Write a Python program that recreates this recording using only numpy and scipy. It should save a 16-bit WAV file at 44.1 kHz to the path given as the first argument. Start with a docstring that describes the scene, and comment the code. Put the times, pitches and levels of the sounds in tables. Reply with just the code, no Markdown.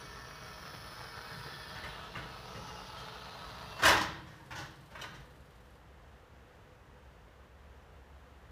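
"""A folding metal door rumbles, hisses and whirrs as a motor lifts it in a wood-lined garage.
Rollers grind along the tracks, the guides rub, pivots squeak and joints knock as the panels fold.
The door clatters into its end stop and rocks back twice, ringing the steel frame and shaking the panels.
The drive runs out with faint, even ticks. A quiet street hums through the opening."""
import sys
import numpy as np
from scipy import signal
from scipy.fft import rfft, irfft
from scipy.io import wavfile
from scipy.ndimage import uniform_filter1d, map_coordinates

SR = 44100
rng = np.random.default_rng(int(sys.argv[2]) if len(sys.argv) > 2 else 0)


def store_pcm(level_fs):
    """Save levels as 16-bit WAV."""
    pcm = np.round(np.clip(level_fs, -1, 1) * 32767).astype(np.int16)
    wavfile.write(sys.argv[1], SR, np.atleast_2d(pcm).T)


N = 375291
T = np.arange(N) / SR
FOLD_S, FOLD_BLEND_S, STOP_S = 1.84, 0.11, 3.84  # half fold: panels turn from steep to flat

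# Spectra. Each row: frequency in Hz, relative density in dB.
ROLL_STEEP_DB = [(150, -26.5), (260, -5.5), (390, -7), (455, 1.5), (540, -6), (740, -4.5), (1000, -1.5),
                 (1330, 2), (1820, -1.5), (2050, -6.5), (2700, -12), (4000, -18.5), (7000, -31),
                 (15000, -56)]
ROLL_FLAT_DB = [(150, -34), (260, -10.5), (370, -11.5), (442, -4.5), (540, -5), (880, -2), (1330, -2),
                (1550, -6.5), (1830, -7), (2250, -13.5), (2900, -14), (4500, -20.5), (7000, -30.5),
                (15000, -45)]
PANEL_RUMBLE_DB = [(35, -26), (55, -6), (90, -3), (130, 4.5), (180, -1), (240, -15.5), (400, -38)]
GUIDE_FIZZ_DB = [(8800, -22.5), (9600, 0.5), (10400, -0.5), (11200, -5), (12000, -16), (13000, -7),
                 (13800, -2), (15300, -7.5)]
FRAME_CLANG_DB = [(90, -27), (180, -2.5), (240, -12.5), (320, 0), (430, -8), (560, -4), (730, -7.5),
                  (900, 0.5), (1350, -2), (1850, 0.5), (2250, -7), (2900, -8.5), (4200, -18), (7000, -34),
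                  (15000, -38.5)]
JOINT_CLACK_DB = [(500, -23), (1000, -6), (2200, 1), (3000, 5), (4300, 0), (5500, 0.5), (6300, -2.5),
                  (7400, -10.5), (10000, -19.5), (15000, -23.5)]
CONTACT_CRACK_DB = [(2000, -11), (6000, -2), (8000, -0.5), (10500, -6), (15000, -14)]
PANEL_THUD_DB = [(30, -25), (55, 0.5), (130, 3.5), (185, -2.5), (245, -10), (322, 0.5), (365, -5),
                 (425, -14), (540, -4.5), (700, -35), (1500, -53)]
PANEL_SHUDDER_DB = [(40, -22), (55, -15), (75, -14), (105, -5.5), (140, 4.5), (172, -3), (200, -7),
                    (260, -18), (322, -3.5), (365, -27), (430, -19), (900, -56)]
RUN_OUT_DB = [(1500, -10), (4000, 9.5), (6500, -1), (8500, 1.5), (11000, -0.5), (13300, -1), (15300, -5)]
STREET_WASH_DB = [(15, -48), (32, -15.5), (56, 2.5), (75, -3.5), (125, -7.5), (210, -14), (330, -17),
                  (490, -13), (590, -16), (1000, -17.5), (1800, -21), (2300, -27), (2900, -27.5),
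                  (4500, -36), (6900, -40), (8500, -44.5), (15000, -46.5)]
# Rising door. Each row: time in seconds, then rolling, guide hiss and fizz levels in dB.
LIFT_LEVELS_DB = [(0, -54, -59, -69), (.7, -51.5, -56, -64), (1.4, -50, -55, -63.5),
                  (1.9, -53.5, -54, -67.5), (2.05, -51.5, -56, -74), (2.25, -49.5, -56.5, -72),
                  (2.47, -52, -57, -68.5), (2.92, -49.5, -55, -68.5), (3.18, -51, -55, -71),
                  (3.75, -50, -56.5, -67.5)]
# Hiss peak, following the guide contact. Each row: time in seconds, frequency in Hz.
GUIDE_PEAK_HZ = [(0, 5620), (.45, 5500), (.9, 5220), (1.4, 5000), (1.75, 4770), (2.03, 3280), (2.17, 4160),
                 (2.4, 4300), (2.55, 5860), (2.72, 5900), (2.95, 4220), (3.2, 4200), (3.75, 4630)]
# Drive tones before and after half fold. Each row: frequency in Hz, level in dB.
WHINE_STEEP_DB = [(625, -65), (775, -74), (958, -64.5), (1330, -62), (1776, -61.5), (2256, -68),
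                  (2525, -71.5), (4683, -84)]
WHINE_FLAT_DB = [(54, -63), (183, -64.5), (436, -63.5), (651, -68), (964, -61.5), (1287, -59.5),
                 (1330, -63), (2579, -71)]
# Pivots. Each row: start in seconds, length in seconds, frequency in Hz, level in dB, roughness.
PIVOT_SQUEAKS = [(.5, 0.43, 5230, -64, 1.2), (1.45, 0.33, 1775, -56.5, 0.5),
                 (2.495, 0.52, 855, -57.5, 0.98), (2.45, 0.5, 2830, -62, 2.5),
                 (3.664, 0.17, 2710, -56, 0.44), (4.384, 0.091, 935, -57, 1.1), (4.947, 0.02, 641, -54, .4)]
# Folding joints, end stop, two rocks. Each row: start in seconds, frame clang in dB,
# joint clack in dB, chatter decay in seconds, panel thud in dB.
DOOR_BLOWS = [(0.015, -65, -67, 0.028, -58), (0.726, -57, -75, 0.023, -52.5),
              (1.453, -59, -75, 0.014, -51.5), (1.745, -47.5, -65, 0.023, -51),
              (1.834, -42.5, -61, 0.024, -51), (2.035, -59, -61, 0.012, -62),
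              (2.152, -40.5, -63, 0.0047, -48), (2.167, -47, -69, 0.006, -42),
              (2.542, -52, -75, 0.03, -45.5), (2.97, -53, -59, 0.054, -57), (3.788, -40.5, -50, 0.035, -58),
              (3.821, -30, -39, 0.013, -38.5), (3.831, -23.5, -33, 0.013, -41),
              (3.848, -21.5, -25.5, 0.018, -37), (3.877, -24, -29, 0.012, -38.5),
              (3.899, -26, -46, 0.014, -42), (3.925, -28.5, -43, 0.0047, -52),
              (3.968, -35, -40.5, 0.0088, -46), (4.009, -36, -39, 0.0093, -48),
              (4.112, -56, -66, 0.025, -51), (4.261, -55.5, -64.5, 0.13, -62),
              (4.504, -43.5, -55, 0.035, -46.5), (4.549, -45.5, -49.5, 0.056, -55),
              (4.578, -44, -50, 0.023, -51), (4.91, -55.5, -67, 0.023, -56),
              (4.947, -46.5, -74, 0.019, -56), (4.986, -47.5, -62, 0.018, -60),
              (5.013, -46.5, -43, 0.0081, -62), (5.036, -43.5, -63, 0.0071, -56),
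              (5.137, -54, -61, 0.03, -64)]
# Steel frame. Each row: frequency in Hz, relative level in dB, T60 in seconds.
STEEL_MODES = [(595, -16, 0.63), (1017, -10, 0.27), (1127, -9, 0.19), (1224, 1, 0.4), (1320, -5, 0.39),
               (1490, 4, 0.48), (1650, -18, 0.49), (1744, -13, 0.43), (1873, -2.5, 0.44), (1920, -20, 0.46),
               (2750, -11, 0.5), (2960, -14, 0.39), (3300, -30, 0.47), (3420, -22, 0.28)]
# Garage reverberation. Each row: frequency in Hz, T60 in seconds.
GARAGE_T60_S = [(60, 0.99), (150, 0.71), (400, 0.58), (1500, 0.61), (4000, 0.59), (8000, 0.29),
                (14000, 0.38)]


def rollers():
    """Rollers grind along the tracks; the colour turns as the panels go from steep to flat."""
    level_db, _, _ = curves(LIFT_LEVELS_DB, T)
    flat = step(T, FOLD_S, FOLD_BLEND_S)
    grind = shifting_modes(grit(per_s=2500, spread_db=0.77), depth_db=2.5)
    rolling = np.sqrt(1 - flat) * unit(colour(grind, ROLL_STEEP_DB))
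    rolling += np.sqrt(flat) * unit(colour(grind, ROLL_FLAT_DB))
    return rolling * amp(level_db + drift(14))


def panel_rumble():
    """The moving panels rumble, most around half fold."""
    level_db = -58.5 + 2.5 * np.exp(-((T - FOLD_S) / 0.89) ** 2)
    return noise(PANEL_RUMBLE_DB) * amp(level_db + 2.5 * drift(10))


def shifting_modes(x, depth_db, sink_per_s=0.055, size=2048):
    """Narrow panel resonances come, go and slowly sink as the door changes shape."""
    _, t, z = signal.stft(x, SR, nperseg=size, noverlap=size * 3 // 4)
    ripple = uniform_filter1d(rng.standard_normal(z.shape), size=2, axis=0)
    ripple = uniform_filter1d(ripple, size=50, axis=1)
    bins, frames = np.indices(z.shape)
    ripple = unit(map_coordinates(ripple, [bins * np.exp(sink_per_s * t), frames], order=1, mode="mirror"))
    return unit(signal.istft(z * amp(depth_db * ripple), nperseg=size, noverlap=size * 3 // 4)[1][:N])


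def guides():
    """Rubbing guides hiss, with a fine fizz on top."""
    _, hiss_db, fizz_db = curves(LIFT_LEVELS_DB, T)
    rub = shifting_modes(grit(per_s=9000, spread_db=1.1), depth_db=4.0)
    return guide_colour(rub) * amp(hiss_db) + unit(colour(rub, GUIDE_FIZZ_DB)) * amp(fizz_db)


def guide_colour(x, size=1024):
    """The hiss climbs gently to a moving peak and drops steeply above it."""
    hz, t, z = signal.stft(x, SR, nperseg=size, noverlap=size * 3 // 4)
    peak_hz, = curves(GUIDE_PEAK_HZ, t)
    flat = step(t, FOLD_S, FOLD_BLEND_S)
    steep = 1 - flat
    rise_db_per_khz = 2.9 * steep + 1.9 * flat
    fall_db_per_khz = 9.5 * steep + 4.9 * flat
    off_khz = (hz[:, None] - peak_hz) / 1000
    skirts_db = np.minimum(rise_db_per_khz * off_khz, -fall_db_per_khz * off_khz)
    ridge_db = 2.5 * steep * np.exp(-(off_khz / 0.3) ** 2)  # the guides sing at their peak
    band_db = read([(1200, -26), (2300, -8.0), (3000, 4), (6100, 0), (7200, -17.5)], hz)
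    shape = amp(skirts_db + ridge_db + band_db[:, None])
    shape /= np.linalg.norm(shape, axis=0)
    return unit(signal.istft(z * shape, nperseg=size, noverlap=size * 3 // 4)[1][:N])


def drive_whine():
    """The drive's wavering tones crossfade to a second set at half fold."""
    flat = step(T, FOLD_S, FOLD_BLEND_S)
    out = np.zeros(N)
    for lines, share in (WHINE_STEEP_DB, 1 - flat), (WHINE_FLAT_DB, flat):
        out += np.sqrt(share) * sum(amp(db) * tone(hz, width_hz=14.4) for hz, db in lines)
    return out


def pivot_squeaks():
    """Each pivot sings briefly as it turns."""
    out = np.zeros(N)
    for start_s, length_s, hz, db, rough in PIVOT_SQUEAKS:
        swell = np.sqrt(np.sin(np.pi * np.clip((T - start_s) / length_s, 0, 1)) + 1e-12)
        out += amp(db) * swell * tone(hz, width_hz=38, rough=rough)
    return out


def blows(impacts_per_s=9000, rise_s=0.0032, size=36000):
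    """Loose steel parts chatter, ringing the frame, clacking the joints and thumping the panels."""
    t, out = np.arange(size) / SR, np.zeros(N)
    ring = sum(amp(db - 60 * t / t60_s) * np.sin(2 * np.pi * hz * t) for hz, db, t60_s in STEEL_MODES)
    hardest_db = max(row[2] for row in DOOR_BLOWS)
    for start_s, clang_db, clack_db, decay_s, thud_db in DOOR_BLOWS:
        contact = np.exp(-t / decay_s) * (1 - np.exp(-t / rise_s))
        chatter = rng.standard_normal(size) * (rng.random(size) < impacts_per_s / SR) * contact
        echoed = signal.fftconvolve(chatter, garage(direct=0.37))[:size]
        ringing = peaked(signal.fftconvolve(chatter, ring)[:size])
        hit = amp(clang_db) * (peaked(colour(echoed, FRAME_CLANG_DB)) + amp(-15) * ringing)
        crack_db = -37 + 2.1 * (clack_db - hardest_db)  # harder contact is shorter: more treble
        hit += amp(clack_db) * peaked(colour(echoed, JOINT_CLACK_DB))
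        hit += amp(crack_db) * peaked(colour(echoed, CONTACT_CRACK_DB))
        hit += amp(thud_db) * peaked(colour(echoed, PANEL_THUD_DB))
        add(out, start_s, hit)
    return out


def panel_shudder(rise_s=0.064, decay_db_per_s=38):
    """After the stop the panels boom on in their low resonances, fed by each blow."""
    heaviest_db = max(row[4] for row in DOOR_BLOWS)
    power = np.zeros(N)
    for start_s, *_, thud_db in DOOR_BLOWS:
        age_s = np.maximum(T - start_s, 0)
        db = -48.5 + 0.42 * (thud_db - heaviest_db) - decay_db_per_s * age_s
        power += (amp(db) * (1 - np.exp(-age_s / rise_s))) ** 2
    return step(T, STOP_S, 0.02) * np.sqrt(power) * noise(PANEL_SHUDDER_DB)


def drive_run_out(first_tick_s=4.457, end_s=5.78, period_s=0.0498, fade_db_per_s=5.5, size=8000):
    """The drive runs out: a soft whirr and even, fading ticks, each with a short spray of echoes."""
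    t = np.arange(size) / SR
    running = step(T, STOP_S, 0.05) * (1 - step(T, end_s, 0.05))
    whirr_db = -73.5 - fade_db_per_s * np.maximum(T - first_tick_s, 0)
    out = running * amp(whirr_db) * noise(RUN_OUT_DB)
    envelope = (np.exp(-t / 0.0052) + 0.27 * np.exp(-t / 0.04)) * (1 - np.exp(-t / 0.0046))
    for start_s in np.arange(first_tick_s, end_s, period_s):
        tick_db = -66 - fade_db_per_s * (start_s - first_tick_s) + 0.5 * rng.standard_normal()
        tick = colour(rng.standard_normal(size) * envelope, RUN_OUT_DB)
        add(out, start_s, amp(tick_db) * peaked(tick, size=200))
    return out


def garage(direct, size=36000):
    """Room response of energy 1: direct sound, early reflections, a tail dying band by band."""
    hz, t, z = signal.stft(rng.standard_normal(size), SR, nperseg=256)
    decay = amp(-60 * t / read(GARAGE_T60_S, hz)[:, None])
    early = 1 + 1.63 * np.exp(-t / 0.01)
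    response = signal.istft(z * decay * early, SR, nperseg=256)[1][:size]
    response /= np.linalg.norm(response)
    response[0] += direct
    return response / np.linalg.norm(response)


def street():
    """Far traffic and machinery: a wash, a low drone that swells near the end, a faint fan."""
    traffic = noise(STREET_WASH_DB) * amp(-57 + 0.38 * drift(5.3))
    drone_db = -67 + 8 * step(T, centre_s=7.54, blend_s=0.23)
    drone = amp(drone_db) * tone(hz=68.6, width_hz=4, rough=0.083)
    fan = amp(-73) * tone(hz=497, width_hz=6.4)
    return traffic + drone + fan


def grit(per_s, spread_db):
    """Dense, tiny impacts of uneven size; rms 1."""
    strength = amp(spread_db * np.minimum(rng.exponential(1, N), 4)) * rng.standard_normal(N)
    return unit(strength * (rng.random(N) < per_s / SR))


def tone(hz, width_hz, rough=1.0):
    """Tone wavering in strength and phase; rms 1."""
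    phase = 2 * np.pi * (hz * T + rng.random())
    return unit((1 + rough * drift(width_hz)) * np.cos(phase) + rough * drift(width_hz) * np.sin(phase))


def noise(spectrum_db):
    """Coloured noise; rms 1."""
    return unit(colour(rng.standard_normal(N), spectrum_db))


def drift(rate_hz):
    """Slow random wander; rms 1."""
    hz = np.fft.rfftfreq(N // 32, 32 / SR)
    slow = irfft(rfft(rng.standard_normal(N // 32)) * np.exp(-(hz / rate_hz) ** 2))
    return unit(np.interp(T, np.linspace(0, T[-1], len(slow)), slow))


def colour(x, spectrum_db, size=4096):
    """Minimum-phase filter."""
    log_gain = np.log(amp(read(spectrum_db, np.fft.rfftfreq(size, 1 / SR))))
    mirrored = np.r_[log_gain, log_gain[-2:0:-1]]
    taps = np.fft.ifft(np.exp(np.conj(signal.hilbert(mirrored)))).real
    return signal.oaconvolve(x, taps)[:len(x)]


def read(points, hz):
    """Interpolates on a log-frequency axis."""
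    knots_hz, values = np.transpose(points)
    return np.interp(np.log(hz + 1), np.log(knots_hz + 1), values)


def curves(rows, t):
    """Control columns at times t."""
    knots_s, *columns = np.transpose(rows)
    return [np.interp(t, knots_s, column) for column in columns]


def step(t, centre_s, blend_s):
    """Smooth rise from 0 to 1."""
    return 0.5 + 0.5 * np.tanh((t - centre_s) / blend_s)


def add(mix, start_s, sound):
    """Mixes a sound in place."""
    part = mix[round(start_s * SR):][:len(sound)]
    part += sound[:len(part)]


def peaked(x, size=600):
    """Scales the loudest moment to rms 1."""
    return x / np.sqrt(uniform_filter1d(x ** 2, size).max())


def unit(x):
    """Scales to rms 1."""
    return x / np.sqrt(np.mean(x ** 2) + 1e-30)


def amp(db):
    """dB to gain."""
    return 10 ** (np.asarray(db) / 20)


def scene():
    """Door and drive over the street; mono."""
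    brake = amp(-70 * np.maximum(T - STOP_S, 0))  # 70 dB per second
    lift = (rollers() + panel_rumble() + guides() + drive_whine()) * brake
    return (lift + pivot_squeaks() + blows() + panel_shudder() + drive_run_out() + street())[None]


def record(dry):
    """Low-pass at 15.4 kHz."""
    taps = signal.firwin(511, 15400, window=("kaiser", 9), fs=SR)
    return signal.oaconvolve(dry, taps[None], "same")


dry = scene()
out = record(dry)
store_pcm(out)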